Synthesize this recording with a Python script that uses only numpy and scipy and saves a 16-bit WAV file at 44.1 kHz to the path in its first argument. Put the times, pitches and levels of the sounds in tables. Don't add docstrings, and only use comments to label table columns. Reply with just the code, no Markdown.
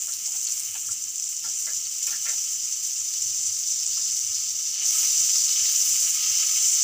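import sys
import numpy as np
from scipy import signal
from scipy.fft import rfft, irfft
from scipy.io import wavfile

SR = 44100
rng = np.random.default_rng(int(sys.argv[2]) if len(sys.argv) > 2 else 0)


def to_wav(sig):
    pcm = np.clip(np.atleast_2d(sig), -1, 1) * 32767
    pcm = np.round(pcm).astype(np.int16)
    wavfile.write(sys.argv[1], SR, pcm.T)


def invert_db(x):
    u = np.asarray(x, float) / 20
    return 10 ** u


N = 301203

# frequency in Hz, density in dB per Hz.
HISS_SPECTRUM = [(2120, -52.5), (3600, -13.5), (4140, -19), (5810, -1.5), (6080, 2.5), (6640, -3),
                 (7200, 2.5), (8170, -8.5), (9820, -21), (10500, -22.5), (13600, -75.5), (22000, -120)]
# frequency in Hz, density in dB per Hz.
SPRAY_SPECTRUM = [(6000, 1), (9000, 2), (10100, -7.5), (12000, -4), (13700, -2), (14300, 2.5),
                  (14800, 14.5), (15500, 9.5), (16500, -20)]
# frequency in Hz, density in dB per Hz.
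LARGE_SPECTRUM = [(300, -43), (500, -33), (800, -28), (1060, -38), (1500, -22), (1950, -15.5), (2200, -6),
                  (2600, -7), (3000, 1.5), (3500, -11), (4000, -4.5), (4600, -5.5), (6000, -4),
                  (10000, -50.5)]
# time in seconds, vigour in dB, smallness of the bubbles in dB per octave.
BOIL_CURVE = [(0, -30, 9), (.17, -29.5, 6.5), (.32, -29.5, 10), (.52, -28, 7), (.72, -31, 12),
              (1.05, -31, 6), (1.25, -32, 0.5), (1.9, -29, 2), (2.15, -27.5, 0.5), (3.05, -29, 1),
              (3.25, -27, -1), (4.35, -27.5, -4.5), (4.76, -29, -4.5), (4.88, -21.5, 0.5), (5.4, -22, -5),
              (6.0, -22, 3.5), (6.15, -23.5, -1.5), (6.83, -20.5, 0.5)]


def foam():
    # frequency in Hz, width in Hz, level in dB.
    pan_modes = [(600, 44, -27), (810, 16, -14.5), (1270, 51.6, -1), (1726, 16, -4.5), (1950, 16, -5),
                 (2143, 94, -3), (2200, 22, -9), (2492, 9.5, 2.5), (2720, 17, 6.5), (2874, 110, 0.5),
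                 (3210, 62, 5), (3510, 10, -41), (3800, 13, -22)]
    hiss_db, large_db, spray_db, per_s, smallness_db = controls()
    per_s = np.maximum(per_s, 100)

    unrest = np.exp(-0.084 * (hiss_db - hiss_db.mean()))
    steam_db = 1.72 * unrest * surges(per_s=40.0, fade_s=0.0049)
    slow_steam_db = 0.8 * unrest * surges(per_s=45.0, fade_s=0.018)

    shared = bursts(per_s, spread_db=3.5, fizz=0.41)
    small = invert_db(hiss_db + steam_db + slow_steam_db) * shared
    fine_bursts = rms_one(0.81 * shared + bursts(per_s, spread_db=3.5, fizz=1.0))
    fine = invert_db(spray_db + 0.65 * steam_db + 0.55 * drift(26)) * fine_bursts
    large_bursts = rms_one(0.41 * shared + bursts(0.3 * per_s, spread_db=2.0, fizz=0.89))
    large = invert_db(large_db + 0.12 * steam_db + 1.6 * drift(33)) * large_bursts

    rings = np.zeros(N)
    for k, (hz, width_hz, db) in enumerate(pan_modes):
        rings += (-1) ** k * invert_db(db) * resonance(large, hz, width_hz)

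    small_rms, fine_rms, large_rms = [np.std(x) for x in (small, fine, large)]
    small = bubbles(small, 4440, 9420, cycles=4.8, count=7, smallness_db=smallness_db)
    fine = bubbles(fine, 9300, 10040, cycles=2.03, count=6)
    large = bubbles(large, 846, 5220, cycles=3.24, count=4)
    small = rms_one(colour(small, HISS_SPECTRUM))
    fine = rms_one(colour(fine, SPRAY_SPECTRUM))
    large = rms_one(colour(large, LARGE_SPECTRUM)) + invert_db(8.0) * rings / large_rms
    return invert_db(-2.5) * small_rms * small + fine_rms * fine + invert_db(-2.5) * large_rms * large


def controls():
    # time in seconds, spray gain in dB, large-bubble gain in dB, length in seconds.
    flares = [
        (0.696, 2.5, 3.5, 0.19),
        (3.4, -1, -1.5, .3),
        (3.953, 3.5, 1, 0.051),
        (4.796, -5, 7.5, 0.052),
        (5.0, 4.5, 0.8, 0.095),
        (5.664, -0.3, 4, 0.11),
        (5.88, 4, -2, 0.21),
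        (6.156, 1.4, 4.5, 0.29),
        (6.58, 0.7, 2, 0.2),
    ]
    # start in seconds, hiss gain in dB, spray gain in dB, fade in seconds.
    pockets = [(.068, -3, 0, 0.015), (.255, 5, -1, 0.016), (.36, 4, -1, 0.022), (.449, 1, -6, .03),
               (.515, 0, -2, 0.01), (.593, -3, -1, 0.023), (1.008, 1.5, 1.2, 0.017), (1.145, 4, 1.5, 0.031),
               (1.239, 6, 0, 0.005), (1.288, -2, 9, 0.019), (1.43, 5, 4, 0.088), (1.59, 1.5, 8, 0.062),
               (2.066, 7, 12, 0.017), (2.106, 2.5, 3, .025), (2.285, 4.5, 7, 0.017), (2.828, 3, 6, 0.057),
               (2.96, 6.5, -3, 0.011), (3.21, 1, 1.2, .04), (3.47, -3, -1, .02), (3.672, 4, 1.2, 0.013),
               (3.86, 2.5, -3, 0.16), (4.19, -1, 0, .02), (4.35, 5.5, 1.2, 0.01), (5.07, 0, 4, 0.02),
               (5.245, 0.5, 3, 0.04), (5.85, 0, 1, 0.04), (6.01, 2.5, -1, 0.023)]
    vigour_db, smallness_db = in_time(BOIL_CURVE)
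    flare_s, flare_spray_db, flare_large_db, flare_length_s = np.transpose(flares)
    pocket_s, pocket_hiss_db, pocket_spray_db, pocket_fade_s = np.transpose(pockets)
    swing_db = vigour_db - vigour_db.mean()

    hiss_db = vigour_db - 0.3 * smallness_db + outbreaks(pocket_s, pocket_hiss_db, pocket_fade_s)

    large_db = -46.5 + 1.05 * swing_db + 0.4 * drift(4)
    large_db += swells(flare_s, flare_large_db, flare_length_s)

    smear_db = 4 * np.exp(-(np.arange(N) / SR / 0.79) ** 2)
    spray_db = -43.5 + 0.99 * swing_db + smear_db + 0.4 * drift(4)
    spray_db += swells(flare_s, flare_spray_db, flare_length_s)
    spray_db += outbreaks(pocket_s, pocket_spray_db, pocket_fade_s)

    bursts_per_s = 3500 * invert_db(2.0 * drift(4.0))
    return hiss_db, large_db, spray_db, bursts_per_s, smallness_db + 3.3 * drift(6.8)


def bursts(per_s, spread_db, fizz):
    sizes = invert_db(spread_db * np.minimum(rng.exponential(1, N), 3.2)) * rng.choice([-1, 1], N)
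    clicks = rms_one(sizes) * (rng.random(N) < per_s / SR) * np.sqrt(SR / per_s)
    return rms_one(clicks + fizz * rng.standard_normal(N))


def surges(per_s, fade_s):
    starts = rng.exponential(1, N) * (rng.random(N) < per_s / SR)
    fading = signal.lfilter([1], [1, -np.exp(-1 / (fade_s * SR))], starts)
    return 2.64 * np.tanh(rms_one(fading - fading.mean()) / 4.0)


def bubbles(clicks, low_hz, high_hz, cycles, count, smallness_db=0):
    dealt = rng.integers(0, count, N)
    pitches_hz = np.geomspace(low_hz, high_hz, count)
    total = np.zeros(N)
    for k, hz in enumerate(pitches_hz):
        share = invert_db(smallness_db * np.log2(hz / pitches_hz[2])) / np.sqrt(hz)
        total += kitchen(resonance(share * clicks * (dealt == k), hz, hz / cycles))
    return rms_one(total)


def spits():
    # start in seconds, peak level in dB.
    loudest = [(0.0209, -15), (0.121, -14), (0.2753, -14), (0.3204, -15), (0.4142, -15), (0.4519, -11),
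               (0.4697, -14), (0.5217, -12), (0.5959, -14), (0.6023, -13), (0.9291, -15), (1.0403, -15),
               (1.1576, -13), (1.1813, -13), (1.1984, -13), (1.2407, -10), (1.2901, -13), (1.3667, -11),
               (1.7345, -12), (1.8134, -14), (2.0684, -11), (2.1069, -14), (3.0496, -12), (3.2234, -11),
               (3.4726, -9), (3.8644, -10), (4.1914, -9), (5.1779, -8), (5.7618, -8), (6.3244, -8)]
    start_s, peak_db = np.transpose(loudest)

    lesser_per_s = 55 * np.exp(-np.arange(N) / SR / 3.0)
    lesser = rng.random(N) < lesser_per_s / SR
    lesser_db = in_time(BOIL_CURVE)[0] + 8.5 + 4.5 + 1.2 * rng.standard_normal(N)
    clicks = lesser * invert_db(lesser_db) * rng.choice([-1, 1], N)
    clicks[np.round(start_s * SR).astype(int)] = invert_db(peak_db + 4) * rng.choice([-1, 1], len(start_s))

    spatter_fade_s = 0.0016
    spatter = signal.lfilter([1], [1, -np.exp(-1 / (spatter_fade_s * SR))], np.abs(clicks))
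    spatter = spatter * rng.standard_normal(N)
    spit = clicks + 0.16 * spatter + 0.5 * kitchen(clicks)
    bright = colour(resonance(spit, 7000.0, 3300.0), HISS_SPECTRUM)
    return bright + 0.025 * colour(spit, SPRAY_SPECTRUM) + 0.062 * colour(spit, LARGE_SPECTRUM)


def pops():
    # start in seconds, peak level in dB, pitch in Hz.
    fat_bubbles = [
        (.128, -32, 4330),
        (0.47, -28, 4470),
        (0.596, -23.5, 8100),
        (1.853, -32.5, 4470),
        (3.133, -27, 4960),
        (4.075, -27, 4800),
        (5.486, -24.5, 4530),
        (5.655, -26, 4130),
    ]
    fade_s, ring_cycles = 0.017, 7.9
    out, t = np.zeros(N), np.arange(SR // 10) / SR
    for start_s, peak_db, hz in fat_bubbles:
        rattle = rng.standard_normal(len(t)) * invert_db(5.5 * rng.standard_normal(len(t)))
        ring = rms_one(resonance(rattle, hz, hz / ring_cycles))
        at = round(start_s * SR)
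        out[at:at + len(t)] += invert_db(peak_db - 8.5) * ring * np.exp(-t / fade_s)
    return out


def rubs():
    # centre in seconds, level in dB, pan mode in Hz, length in seconds.
    strokes = [
        (4.81, -67, 730, 0.042),
        (4.85, -63, 714, 0.02),
        (4.93, -65, 727, .015),
        (4.953, -53.5, 1284, 0.049),
        (5.04, -60, 860, 0.023),
        (5.092, -66, 800, 0.017),
        (5.626, -66, 305, 0.048),
    ]
    out, t = np.zeros(N), np.arange(-SR // 8, SR // 8) / SR
    for centre_s, db, hz, length_s in strokes:
        grip = resonance(resonance(rng.standard_normal(len(t)), hz, 90.0), hz, 30.0)
        at = round((centre_s + t[0]) * SR)
        out[at:at + len(t)] += invert_db(db) * rms_one(grip) * np.exp(-(t / length_s) ** 2)
    return out


def clatter():
    # start in seconds, peak level in dB, high mode in Hz, low mode in Hz, low over high in dB.
    knocks = [(0.077, -43.5, 1270, 700, -10), (0.275, -50.5, 2930, 842, 0), (0.337, -38, 2770, 910, -10),
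              (0.478, -42, 2710, 872, -19), (0.747, -33.5, 2540, 920, -12), (0.883, -44.5, 1310, 458, -13),
              (1.438, -40.5, 1350, 890, -3), (1.469, -39, 2760, 600, -7), (1.666, -38, 1490, 910, -9),
              (1.674, -38, 1760, 580, -6), (1.696, -49.5, 1270, 589, 0), (2.07, -29.5, 2400, 567, -20),
              (2.107, -35.5, 2630, 840, -11), (2.123, -35.5, 1630, 729, -25), (2.251, -32, 2350, 600, -35),
              (2.262, -30, 1950, 600, -12), (2.282, -30.5, 1980, 600, -10.5),
              (2.317, -36.5, 2690, 830, -7.5), (2.374, -48, 2400, 840, -10), (3.966, -46.5, 1140, 640, -3),
              (3.995, -47.5, 1090, 600, -3)]
    attack_s, fade_s = 0.0027, 0.022
    out, t = np.zeros(N), np.arange(SR // 5) / SR
    envelope = (1 - np.exp(-t / attack_s)) * np.exp(-t / fade_s)
    for start_s, peak_db, high_hz, low_hz, low_db in knocks:
        rattle = rng.standard_normal(len(t)) * invert_db(6.5 * rng.standard_normal(len(t)))
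        high = resonance(resonance(rattle, high_hz, 1.5 * high_hz), high_hz, 0.23 * high_hz)
        low = resonance(resonance(rattle, low_hz, 2.0 * low_hz), low_hz, 0.25 * low_hz)
        broad = resonance(resonance(rattle, 1400, 1550.0), 1400, 1550.0)
        body = rms_one(high) + invert_db(low_db) * rms_one(low) + 0.6 * rms_one(broad)
        at = round(start_s * SR)
        out[at:at + len(t)] += invert_db(peak_db - 8.5) * body * envelope
    return kitchen(out)


def flame():
    # frequency in Hz, density in dB per Hz.
    roar_spectrum = [(8.8, -36), (15, -19), (27, 13), (43, -45), (74, 2), (92, 4), (109, 4), (135, -21),
                     (180, -6), (300, -120)]
    overtone_spectrum = [(74, -29), (125, 6), (140, -10.5), (210, 1), (263, -5.5), (291, -6.5), (340, -9.5),
                         (440, -15), (750, -120)]
    # centre in seconds, peak level in dB, length in seconds.
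    puffs = [(.07, -71, .05), (0.71, -67, 0.073), (.9, -59, 0.032), (1.08, -71, 0.025), (1.5, -85, 0.037),
             (1.756, -74, .13), (2.19, -69, .08), (3.02, -64, 0.021), (3.267, -60, 0.063),
             (3.52, -61, 0.094), (3.9, -67, 0.084), (4.13, -65, 0.05), (4.3, -60, .07), (4.5, -65, 0.07),
             (4.615, -84, 0.038), (4.98, -66.5, 0.08), (5.204, -54, 0.034), (5.35, -75, 0.11),
             (5.623, -62, 0.062), (5.897, -58.5, 0.034), (6.04, -58, 0.025), (6.314, -56, 0.037),
             (6.497, -59.5, 0.026), (6.68, -70, .07)]
    # centre in seconds, peak level in dB, length in seconds.
    licks = [
        (1.484, -66, 0.044),
        (1.68, -68, 0.033),
        (2.112, -69, 0.04),
        (2.35, -82, 0.046),
        (3.398, -74, 0.11),
        (3.74, -71, .04),
        (4.08, -75, .04),
        (6.18, -70, 0.044),
        (6.6, -69, .07),
    ]
    centre_s, peak_db, length_s = np.transpose(puffs)
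    puffing = invert_db(-74 + 1.0 * drift(12.0)) + swells(centre_s, invert_db(peak_db), length_s)
    centre_s, peak_db, length_s = np.transpose(licks)
    licking = invert_db(-73.5 + 2 * drift(2.5)) + swells(centre_s, invert_db(peak_db), length_s)

    flutter = puffing * colour(rng.standard_normal(N), roar_spectrum)
    flutter += licking * colour(rng.standard_normal(N), overtone_spectrum)
    return signal.sosfilt(signal.butter(3, 58.0, "high", fs=SR, output="sos"), flutter)


def still_air():
    # frequency in Hz, density in dB per Hz.
    air_spectrum = [(180, -37), (300, -2), (515, -1), (680, -4), (790, -9), (1060, -37), (1200, -41),
                    (1560, -41), (2640, -120)]
    low_pass = signal.butter(2, 60.0, fs=SR, output="sos")
    rumble = rms_one(signal.sosfilt(low_pass, rng.standard_normal(N)))
    return invert_db(-81.5) * rumble + invert_db(-78.5) * colour(rng.standard_normal(N), air_spectrum)


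def kitchen(x):
    t60_s, wet_db = 0.1, -2
    t = np.arange(SR // 8) / SR
    tail = rng.standard_normal(len(t)) * invert_db(-60 * t / t60_s) * (t > 0.002)
    wet = signal.oaconvolve(x, tail / np.sqrt(np.sum(tail ** 2)))[:N]
    return (x + invert_db(wet_db) * wet) / np.sqrt(1 + invert_db(2 * wet_db))


def resonance(x, hz, width_hz):
    r = np.exp(-np.pi * width_hz / SR)
    poles = [1, -2 * r * np.cos(2 * np.pi * hz / SR), r * r]
    return signal.lfilter([(1 - r * r) / 2, 0, (r * r - 1) / 2], poles, x)


def colour(x, spectrum):
    hz, db = np.transpose(spectrum)
    grid_hz = np.linspace(1, SR / 2, 8193)
    grid_db = np.interp(np.log(grid_hz), np.log(hz), np.maximum(db, -70))
    cepstrum = irfft(np.log(invert_db(grid_db)))
    cepstrum[1:8192] *= 2
    cepstrum[8193:] = 0
    response = irfft(np.exp(rfft(cepstrum)))
    return signal.fftconvolve(x, response / np.sqrt(np.sum(response ** 2)))[:N]


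def drift(rate_hz):
    r = np.exp(-2 * np.pi * rate_hz / SR)
    slow = signal.lfilter([1], [1, -2 * r, r * r], rng.standard_normal(N + SR))
    return rms_one(slow[SR:])


def swells(centre_s, height, length_s):
    t = np.arange(0, N + 64, 64) / SR
    bumps = np.exp(-((t - centre_s[:, None]) / np.maximum(length_s, 0.01)[:, None]) ** 2)
    return np.interp(np.arange(N) / SR, t, height @ bumps)


def outbreaks(start_s, height, fade_s):
    t = np.arange(0, N + 32, 32) / SR
    since_s = t - start_s[:, None]
    steps = (since_s >= 0) * np.exp(-np.abs(since_s) / np.maximum(fade_s, 0.005)[:, None])
    return np.interp(np.arange(N) / SR, t, height @ steps)


def in_time(rows):
    time_s, *columns = np.transpose(rows)
    return [np.interp(np.arange(N) / SR, time_s, column) for column in columns]


def rms_one(x):
    return x / np.sqrt(np.mean(x ** 2) + 1e-20)


def scene():
    mono = foam() + spits() + pops() + rubs() + clatter() + flame() + still_air()
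    return np.array([mono, mono])


def band_limit(x):
    return signal.sosfilt(signal.butter(12, 16880, fs=SR, output="sos"), x)


def record(dry):
    rounded = 0.65 * np.tanh(invert_db(2.5) * dry / 0.65)
    low_pass = signal.ellip(14, 0.1, 90, 15500, fs=SR, output="sos")
    return band_limit(signal.sosfilt(low_pass, rounded))


dry = scene()
out = record(dry)
to_wav(out)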